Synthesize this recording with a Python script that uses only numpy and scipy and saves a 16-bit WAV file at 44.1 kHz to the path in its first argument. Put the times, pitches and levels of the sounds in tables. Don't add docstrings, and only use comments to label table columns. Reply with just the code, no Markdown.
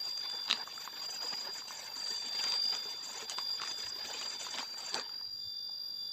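import sys
import numpy as np
from scipy import signal
from scipy.fft import rfft, irfft, next_fast_len
from scipy.io import wavfile
from scipy.ndimage import uniform_filter1d, map_coordinates

SR = 44100
rng = np.random.default_rng(int(sys.argv[2]) if len(sys.argv) > 2 else 0)


def transcribe(signal):
    frames = np.atleast_2d(signal).T
    limited = np.clip(frames, -1, 1)
    pcm = np.round(limited * 32767).astype(np.int16)
    wavfile.write(sys.argv[1], SR, pcm)


N = 269892

# start/s, end/s, effort/dB
THROTTLE_PUSHES = [(0.041, 0.108, -1.5), (.17, 0.198, -2.5), (.3, 0.576, -4), (0.664, 0.78, -4),
                   (0.809, 0.851, 1), (1.025, 1.053, 1), (1.093, 1.157, 1), (1.219, 1.45, -1.5),
                   (1.54, 1.598, 0), (1.681, 1.876, 0), (1.956, 2.277, 1), (2.331, 2.564, 0),
                   (2.63, 2.795, 0.5), (2.833, 2.934, -4), (3.036, 3.239, 0), (3.306, 3.328, 4.5),
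                   (3.376, 3.417, -2), (3.616, 3.718, 0.5), (3.779, 3.9, -1.5), (4.049, 4.35, .5),
                   (4.4, 4.474, 2), (4.51, 4.621, 0), (4.779, 4.9, -0.5), (4.942, 5.003, 0.5)]
# middle/s, half length/s, crunch level/dB, grit level/dB
GRAVEL_SLIDES = [(0.254, 0.02, -54, -50), (0.332, 0.025, -50.5, -66), (0.513, 0.025, -46.5, -45.5),
                 (0.603, 0.026, -47.5, -58), (0.977, 0.027, -53, -53.5), (1.247, 0.026, -49, -57.5),
                 (1.337, 0.01, -43.5, -51), (1.476, 0.028, -49, -59), (2.46, 0.085, -50, -47),
                 (2.741, 0.015, -44.5, -48.5), (3.325, .015, -51, -44.5), (3.64, 0.046, -54, -48),
                 (4.172, 0.043, -53.5, -48.5), (4.285, 0.034, -52.5, -69), (4.581, 0.05, -49, -46.5),
                 (4.976, .035, -43.5, -52)]
# f/Hz, relative density/dB
CRUNCH_SHAPE = [(41, -41), (70, -25), (124, -25.5), (246, -5), (329, -9), (365, -7), (435, -4), (674, -4.5),
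                (943, 2.5), (1190, -5.5), (1820, -1.5), (2020, -12), (2300, -9.5), (2990, -16),
                (5060, -120)]
GRIT_SHAPE = [(1500, -39.5), (2100, 1), (2800, 1.5), (3300, 2.5), (4100, 1), (4600, 1.5), (5400, -3),
              (7000, -27), (9000, -36.5), (12000, -28), (15500, -35)]
GEAR_SHAPE = [(4800, -37), (5500, -8), (6000, 2.5), (6450, -5), (7100, 3.5), (7700, -2.5), (8300, -14.5),
              (9300, -29), (12000, -48), (15500, -44.5)]
AIR_SHAPE = [(25, -10), (60, -2.5), (150, 5.5), (300, 2), (600, -3.5), (1700, -7), (2100, -12.5),
             (2700, -7), (4300, -3.5), (5200, -30), (5900, -12.5), (6600, -8), (8000, -18.5), (9300, -30),
             (12000, -32), (15500, -41)]
# t/s, level/dB
TRILL_LEVEL = [(0.0, -38.5), (0.63, -42.5), (0.66, -52), (0.78, -43.5), (0.87, -51.5), (1.03, -40.5),
               (1.15, -45), (1.26, -38), (1.8, -49.5), (2.09, -37.5), (2.29, -42), (2.38, -36.5),
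               (2.7, -33), (2.8, -41.5), (3.21, -48.5), (3.52, -35.5), (3.58, -41.5), (4.04, -42),
               (4.09, -47.5), (4.28, -39.5), (4.38, -45), (6.1, -41.5)]
# t/s, f/Hz
TRILL_PITCH_HZ = [(0, 4753), (.9, 4735), (1.38, 4836), (1.6, 4730), (2.2, 4686), (2.7, 4782), (3.1, 4732),
                  (3.8, 4800), (4.25, 4743), (4.9, 4680), (5.17, 4766), (6.12, 4748)]
# start/s, end/s, whistle level/dB
CICADA_PHRASES = [(0.043, .15, -53), (0.267, 0.404, -44.5), (.55, 1.024, -54), (1.298, 2.05, -61),
                  (2.144, 2.962, -47.5), (3.08, 3.254, -54.5), (3.36, 3.813, -48.5), (3.943, 4.253, -53),
                  (4.34, 4.563, -48.5), (4.86, 5.062, -55.5), (5.443, 5.718, -49.5), (5.8, 5.9, -54.5),
                  (5.99, 6.12, -48)]
# f/Hz, level/dB
HUM_TONES = [(603, -72.5), (940, -81), (1065, -81.5), (1470, -76.5)]
# middle/s, level/dB, half length/s
BREEZE_PUFFS = [(3.87, -65, 0.019), (4.024, -65, .03), (5.31, -68, 0.042), (5.464, -57, 0.012)]
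# t/s, relative level/dB, low-mode boost/dB, high-mode boost/dB, pitch/Hz
STONE_CLICKS = [(0.1766,-38.5,-1.5,3.5,3450),(0.2984,-31.5,-3.5,-11,3550),(0.479,-27.5,-16,-20,3500),(0.489,-28,-9,-20,3350),(0.5003,-16.5,-5,-16,3470),(0.5058,-19,-16.5,-17,3370),(0.511,-8,-16,-22,3320),(0.528,-11.5,-9.5,-22,3400),(1.2309,-42,5,0.5,3440),(2.284,-42.5,-9,6,3400),(2.4394,-30,3.5,3.5,3450),(2.4635,-39,-10,-3,3560),(2.4846,-30,0,-2.5,3400),(2.5216,-22.5,-14,-7.5,3200),(2.539,-24.5,-5,-14.5,3600),(2.75,-25.5,-7,-4,3050),(3.2254,-34.5,-9,-10,3350),(3.297,-26,-10,2,3690),(3.3845,-25,-6,-9.5,3150),(3.6176,-26.5,0,-9.5,3430),(3.635,-35,4,-12,3380),(3.675,-31.5,1,-6.5,3320),(3.987,-38,-15,-10,3430),(4.213,-33.5,2,0,3600),(4.577,-27,-9,-15,3160),(4.585,-20.5,-7.5,-11,3490),(4.932,-27.5,-26,-18.5,3800),(4.944,-16,-16,-21,4160),(4.952,-27,-6,-14,3850),(4.997,-24,-11,-24.5,3980),(5.093,-38,-6,-9,3230)]
# f/Hz, relative level/dB, t60/s
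STONE_MODES = [(1190, 6, 0.005), (1362, 3.5, 0.013), (1866, -4, 0.012), (2770, -2, 0.0092),
               (3210, 3, 0.0032), (3820, 3, 0.0072), (6060, 6.5, 0.0058), (6600, 0, 0.016),
               (7360, 0, 0.011)]
# t/s, relative level/dB, f/Hz
BODY_BUMPS = [(0.341,-41.5,490),(0.528,-40,220),(1.245,-38,480),(1.327,-41,417),(1.486,-40,392),(2.115,-41.5,440),(2.723,-42.5,420),(2.854,-40.5,420),(3.224,-38.5,436),(4.143,-40,488),(4.25,-41,520),(4.94,-35.5,376),(4.958,-40.5,435)]
# t/s, relative level/dB, f/Hz
PEBBLE_KNOCKS = [(0.675,-33,1120),(0.778,-36,1310),(0.876,-30,1050),(1.24,-39,990),(1.584,-39.5,1480),(1.621,-39,1030),(1.707,-33,1030),(2.409,-38,910),(2.537,-37,1010),(3.384,-25,973),(3.389,-31.5,1090),(3.599,-33.5,1320),(3.617,-29,1100),(3.636,-31,1160),(4.467,-32,1000),(4.606,-33,1100),(4.629,-31.5,910),(4.952,-31,790),(4.961,-31,860),(5.212,-44.5,950),(5.694,-47,820)]

SPIN_UP_S, SPIN_DOWN_S, COAST_DB = 0.015, 0.032, -10.5
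STOP_S, GRAVEL_SETTLE_S, GEARS_OFF_S = 4.99, 0.35, 0.07
NEAR_S, NEAR_M, SPEED_M_PER_S = 4.13, 1, 0.28
CRUNCH_DB, GRIT_DB, RASP_DB = -52, -51.5, -50
CRUNCH_DB_PER_EFFORT_DB, GRIT_DB_PER_EFFORT_DB = 0.45, 0.72
PATCH_SAMPLES = 768
STROKES_PER_S, SLOWING_PER_S2 = 49.6, 0.42
WING_HZ = 4752
WHISTLE_RISE_S, WHISTLE_FALL_S, WHISTLE_REST_DB = 0.1, 0.096, -67.5
SWAY_HZ, SWAY_DEPTH_HZ, SWAY_PERIOD_S, SWAY_TOP_S = 3543, 19, 1.46, 1.2
SHIMMER_DB, SHIMMER_FADE_DB_PER_S = -64, 0.75
TOP_HZ = 15480


def amp(db):
    return 10 ** (np.asarray(db) / 20)


def unit(x):
    return x / np.sqrt(np.mean(x ** 2) + 1e-20)


def curve(rows):
    s, values = np.transpose(rows)
    return np.interp(np.arange(N) / SR, s, values)


def wobble(rate):
    knots = rng.standard_normal(int(N * rate / SR) + 4)
    return map_coordinates(knots, [np.arange(N) * rate / SR])


def turns(hz):
    return np.cumsum(hz * np.ones(N)) / SR


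def held(start, end, rise, fall):
    end = max(start, end)
    return np.interp(np.arange(N) / SR, [start - rise, start, end, end + fall], [0, 1, 1, 0])


def swell(middle, half_length):
    return np.exp(-0.5 * ((np.arange(N) / SR - middle) / half_length) ** 2)


def band_noise(count, low_hz, high_hz):
    return signal.lfilter(*signal.butter(2, [low_hz, high_hz], "band", fs=SR), rng.standard_normal(count))


def coloured(x, points):
    m = 2 * next_fast_len(N // 2 + SR // 4)
    f, db = np.transpose(points)
    shape_db = np.interp(np.log(np.fft.rfftfreq(m, 1 / SR) + 1), np.log(f), db)
    cepstrum = irfft(np.log(amp(shape_db)), m)
    cepstrum[1:m // 2] *= 2
    cepstrum[m // 2 + 1:] = 0
    response = np.exp(rfft(cepstrum))
    return unit(irfft(rfft(x, m) * response, m)[:N])


def grains(rate, spread_db):
    size = amp(spread_db * np.clip(rng.standard_normal(N), -2, 2))
    sign = rng.choice([-1, 1], N)
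    return unit(size * sign * (rng.random(N) < rate / SR))


def patchy(x, depth_db):
    z = signal.stft(x, nperseg=PATCH_SAMPLES)[2]
    field = uniform_filter1d(rng.standard_normal(z.shape), 3, 0)
    field = uniform_filter1d(field, 2, 1)
    gain = amp(depth_db * np.clip(unit(field), -2, 2))
    return signal.istft(z * gain, nperseg=PATCH_SAMPLES)[1][:N]


def add(track, s, sound):
    part = track[max(round(s * SR), 0):][:len(sound)]
    part += sound[:len(part)]


def drive():
    t = np.arange(N) / SR
    pushes = [amp(db) * held(start, end, SPIN_UP_S, SPIN_DOWN_S) for start, end, db in THROTTLE_PUSHES]
    effort = np.maximum(np.max(pushes, axis=0), amp(COAST_DB))
    nearness = NEAR_M / np.hypot(NEAR_M, SPEED_M_PER_S * (t - NEAR_S))
    rolling = nearness * held(0, STOP_S, SPIN_UP_S, GRAVEL_SETTLE_S)
    crunch_slides = sum(amp(db) * swell(s, length) for s, length, db, _ in GRAVEL_SLIDES)
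    grit_slides = sum(amp(db) * swell(s, length) for s, length, _, db in GRAVEL_SLIDES)
    crunch = amp(CRUNCH_DB) * rolling * effort ** CRUNCH_DB_PER_EFFORT_DB
    grit = amp(GRIT_DB) * rolling * effort ** GRIT_DB_PER_EFFORT_DB
    rasp = amp(RASP_DB) * rolling * effort * held(0, STOP_S, SPIN_UP_S, GEARS_OFF_S)
    return np.hypot(crunch, crunch_slides), np.hypot(grit, grit_slides), rasp


def gearbox():
    teeth = grains(rate=6000, spread_db=4)
    load = amp(2 * wobble(110) + 1.4 * wobble(35))
    return coloured(patchy(teeth * load, depth_db=8.0), GEAR_SHAPE)


def tyres_and_gears():
    crunch_gain, grit_gain, rasp_gain = drive()
    clumps, ground = wobble(70), wobble(21.907)
    shared = grains(rate=500, spread_db=3)
    sand = grains(rate=5000, spread_db=3)
    gravel = shared + 0.96 * grains(rate=2500, spread_db=1.5)
    crunch = coloured(patchy(gravel * amp(1.32 * clumps + ground), depth_db=4.5), CRUNCH_SHAPE)
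    fine = (0.31 * shared + sand) * amp(2.6 * clumps + 0.62 * ground)
    grit = coloured(patchy(fine, depth_db=5.0), GRIT_SHAPE)
    return crunch_gain * crunch + grit_gain * grit + rasp_gain * gearbox()


def cricket(pitch, rate, bend_hz, echo):
    u = turns(rate) % 1 - 0.5
    carrier = turns(WING_HZ + 6 * wobble(6) + 10 * wobble(130)) + (pitch - WING_HZ) * u / rate
    bend = np.sin(2 * np.pi * u - 0.2) + 0.15 * np.sin(4 * np.pi * u - 1.4)
    stroke = (0.36 + np.cos(np.pi * u)) * amp(0.6 * wobble(40))
    call = stroke * np.sin(2 * np.pi * carrier + bend_hz / rate * bend)
    delays_s = rng.uniform(0.0043, 0.06, 6)
    echoes = sum(wobble(3.22) * np.roll(call, round(delay * SR)) for delay in delays_s)
    trill = call + echo * echoes
    return trill / np.sqrt(np.abs(uniform_filter1d(trill ** 2, size=4096)) + 1e-9)


def crickets():
    pitch = curve(TRILL_PITCH_HZ)
    rate = STROKES_PER_S - SLOWING_PER_S2 * np.arange(N) / SR
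    near = cricket(pitch, rate, bend_hz=66, echo=0.15)
    far = cricket(pitch - 15, rate - 2 + wobble(2), bend_hz=70, echo=0.4)
    band = signal.butter(3, [4590, 4950], "band", fs=SR, output="sos")
    return amp(curve(TRILL_LEVEL)) * unit(signal.sosfilt(band, near + 0.22 * far))


def cicada():
    t = np.arange(N) / SR
    phrases = np.max([amp(db) * held(start, end, WHISTLE_RISE_S, WHISTLE_FALL_S)
                      for start, end, db in CICADA_PHRASES], axis=0)
    pitch = SWAY_HZ + SWAY_DEPTH_HZ * np.cos(2 * np.pi * (t - SWAY_TOP_S) / SWAY_PERIOD_S)
    phase = 2 * np.pi * turns(pitch + 2 * wobble(60))
    level = np.hypot(phrases, amp(WHISTLE_REST_DB))
    whistle = level * amp(wobble(6.9)) * (1 + 0.12 * wobble(110)) * np.sin(phase)
    overtones = amp(-69.5) * np.sin(2 * phase) + amp(-89) * np.sin(3 * phase)
    overtones *= amp(2.8 * wobble(10))
    buzz = 2 * np.pi * turns(160 + 4 * wobble(20))
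    pulsing = 1 + 0.21 * np.cos(buzz) + 0.3 * np.cos(2 * buzz) + 0.25 * wobble(500)
    shimmer = pulsing * np.sin(4 * phase + 0.65 * np.sin(2 * buzz) + 0.3 * wobble(600))
    flicker = amp(2 * wobble(9) + 2.6 * wobble(36))
    receding = amp(SHIMMER_DB - SHIMMER_FADE_DB_PER_S * t)
    return whistle + overtones + receding * flicker * unit(shimmer)


def far_trill(hz, rate, db):
    stroke = np.abs(np.sin(np.pi * turns(rate + 0.5 * wobble(2.7))))
    tone = np.sin(2 * np.pi * turns(hz + 28 * wobble(160)))
    return amp(db) * unit(stroke * amp(2.9 * wobble(40)) * tone)


def air():
    t = np.arange(N) / SR
    hush = amp(-66.5) * coloured(rng.standard_normal(N), AIR_SHAPE) * amp(wobble(3.06))
    ticks = np.diff(np.floor(turns(67 + 0.1 * wobble(3.9))), prepend=0)
    flutter_shape = [(100, -28.0), (500, -7.5), (1800, -4.0), (2100, -17.0), (5000, -42.0)]
    flutter = amp(-73.5) * coloured(ticks, flutter_shape)
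    hum = sum(amp(db + 2 * wobble(3.53)) * np.sin(2 * np.pi * turns(hz + 4 * wobble(30)))
              for hz, db in HUM_TONES)
    hum *= np.interp(t, [5.3, 5.8], [0.4, 1])
    puffs = sum(amp(db) * swell(s, length) for s, db, length in BREEZE_PUFFS)
    breeze_shape = [(20, -18), (45, 1), (100, 7), (170, -15), (600, -61)]
    return hush + flutter + hum + puffs * coloured(rng.standard_normal(N), breeze_shape)


def stones():
    out, t = np.zeros(N), np.arange(SR // 25) / SR
    hz, mode_db, t60 = np.transpose(STONE_MODES)[:, :, None]
    for s, db, low_db, high_db, pitch in STONE_CLICKS:
        level_chance, pitch_chance = rng.standard_normal((2, len(STONE_MODES), 1))
        colour_db = np.interp(hz, [1800, 2700, 4200, 5600], [low_db, 0, 0, high_db])
        tuned = hz * pitch / 3400 * (1 + 0.025 * pitch_chance)
        decay = amp(mode_db + colour_db + 1.5 * level_chance - 60 * t / t60)
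        ring = decay * np.sin(2 * np.pi * tuned * t)
        ring[1::2] *= -1
        scrape = band_noise(len(t), 500, 5000) * amp(-60 * t / 0.02)
        click = amp(db - 7.0) * (ring.sum(0) + 0.07 * scrape)
        add(out, s, click)
        for lag, strength in rng.standard_normal(size=(4, 2)):
            add(out, s + 0.009 * lag, amp(-21) * strength * click)
    return out


def body():
    out, t = np.zeros(N), np.arange(SR // 10) / SR
    for s, db, hz in BODY_BUMPS:
        phase = 2 * np.pi * hz * t
        shell = np.sin(phase) + 0.27 * np.sin(0.5 * phase) - 0.5 * np.sin(2.1 * phase)
        envelope = amp(-60 * t / 0.066) * (1 - np.exp(-t / 0.0018))
        add(out, s, amp(db - 1.5) * shell * envelope)
    return out


def pebbles():
    out, t = np.zeros(N), np.arange(SR // 16) / SR
    for s, db, hz in PEBBLE_KNOCKS:
        knock = np.sin(2 * np.pi * hz * t) * amp(-60 * t / 0.021)
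        overtone = 0.88 * np.sin(2 * np.pi * 1.435 * hz * t) * amp(-60 * t / 0.0058)
        scrape = 0.34 * band_noise(len(t), 400, 3000) * amp(-60 * t / 0.029)
        add(out, s, amp(db - 1.0) * (knock - overtone + scrape))
    return out


def surroundings(x):
    t = np.arange(SR // 4) / SR
    tail = rng.standard_normal(len(t)) * amp(-60 * t / 0.2) * (1 - np.exp(-t / 0.003))
    return signal.fftconvolve(x, tail / np.linalg.norm(tail))[:N]


def scene():
    high_pass = signal.butter(2, 170, "high", fs=SR)
    hits = signal.lfilter(*high_pass, stones() + body() + pebbles())
    far_insects = far_trill(hz=5670, rate=51, db=-68.5) + far_trill(hz=3916, rate=54, db=-67.5)
    insects = crickets() + cicada() + far_insects
    mix = tyres_and_gears() + hits + amp(-15.5) * surroundings(hits) + insects + air()
    return mix[None]


def record(dry):
    m = next_fast_len(N + SR // 2)
    passed = np.fft.rfftfreq(m, 1 / SR) < TOP_HZ
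    return irfft(rfft(dry, m) * passed, m)[..., :N]


dry = scene()
out = record(dry)
transcribe(out)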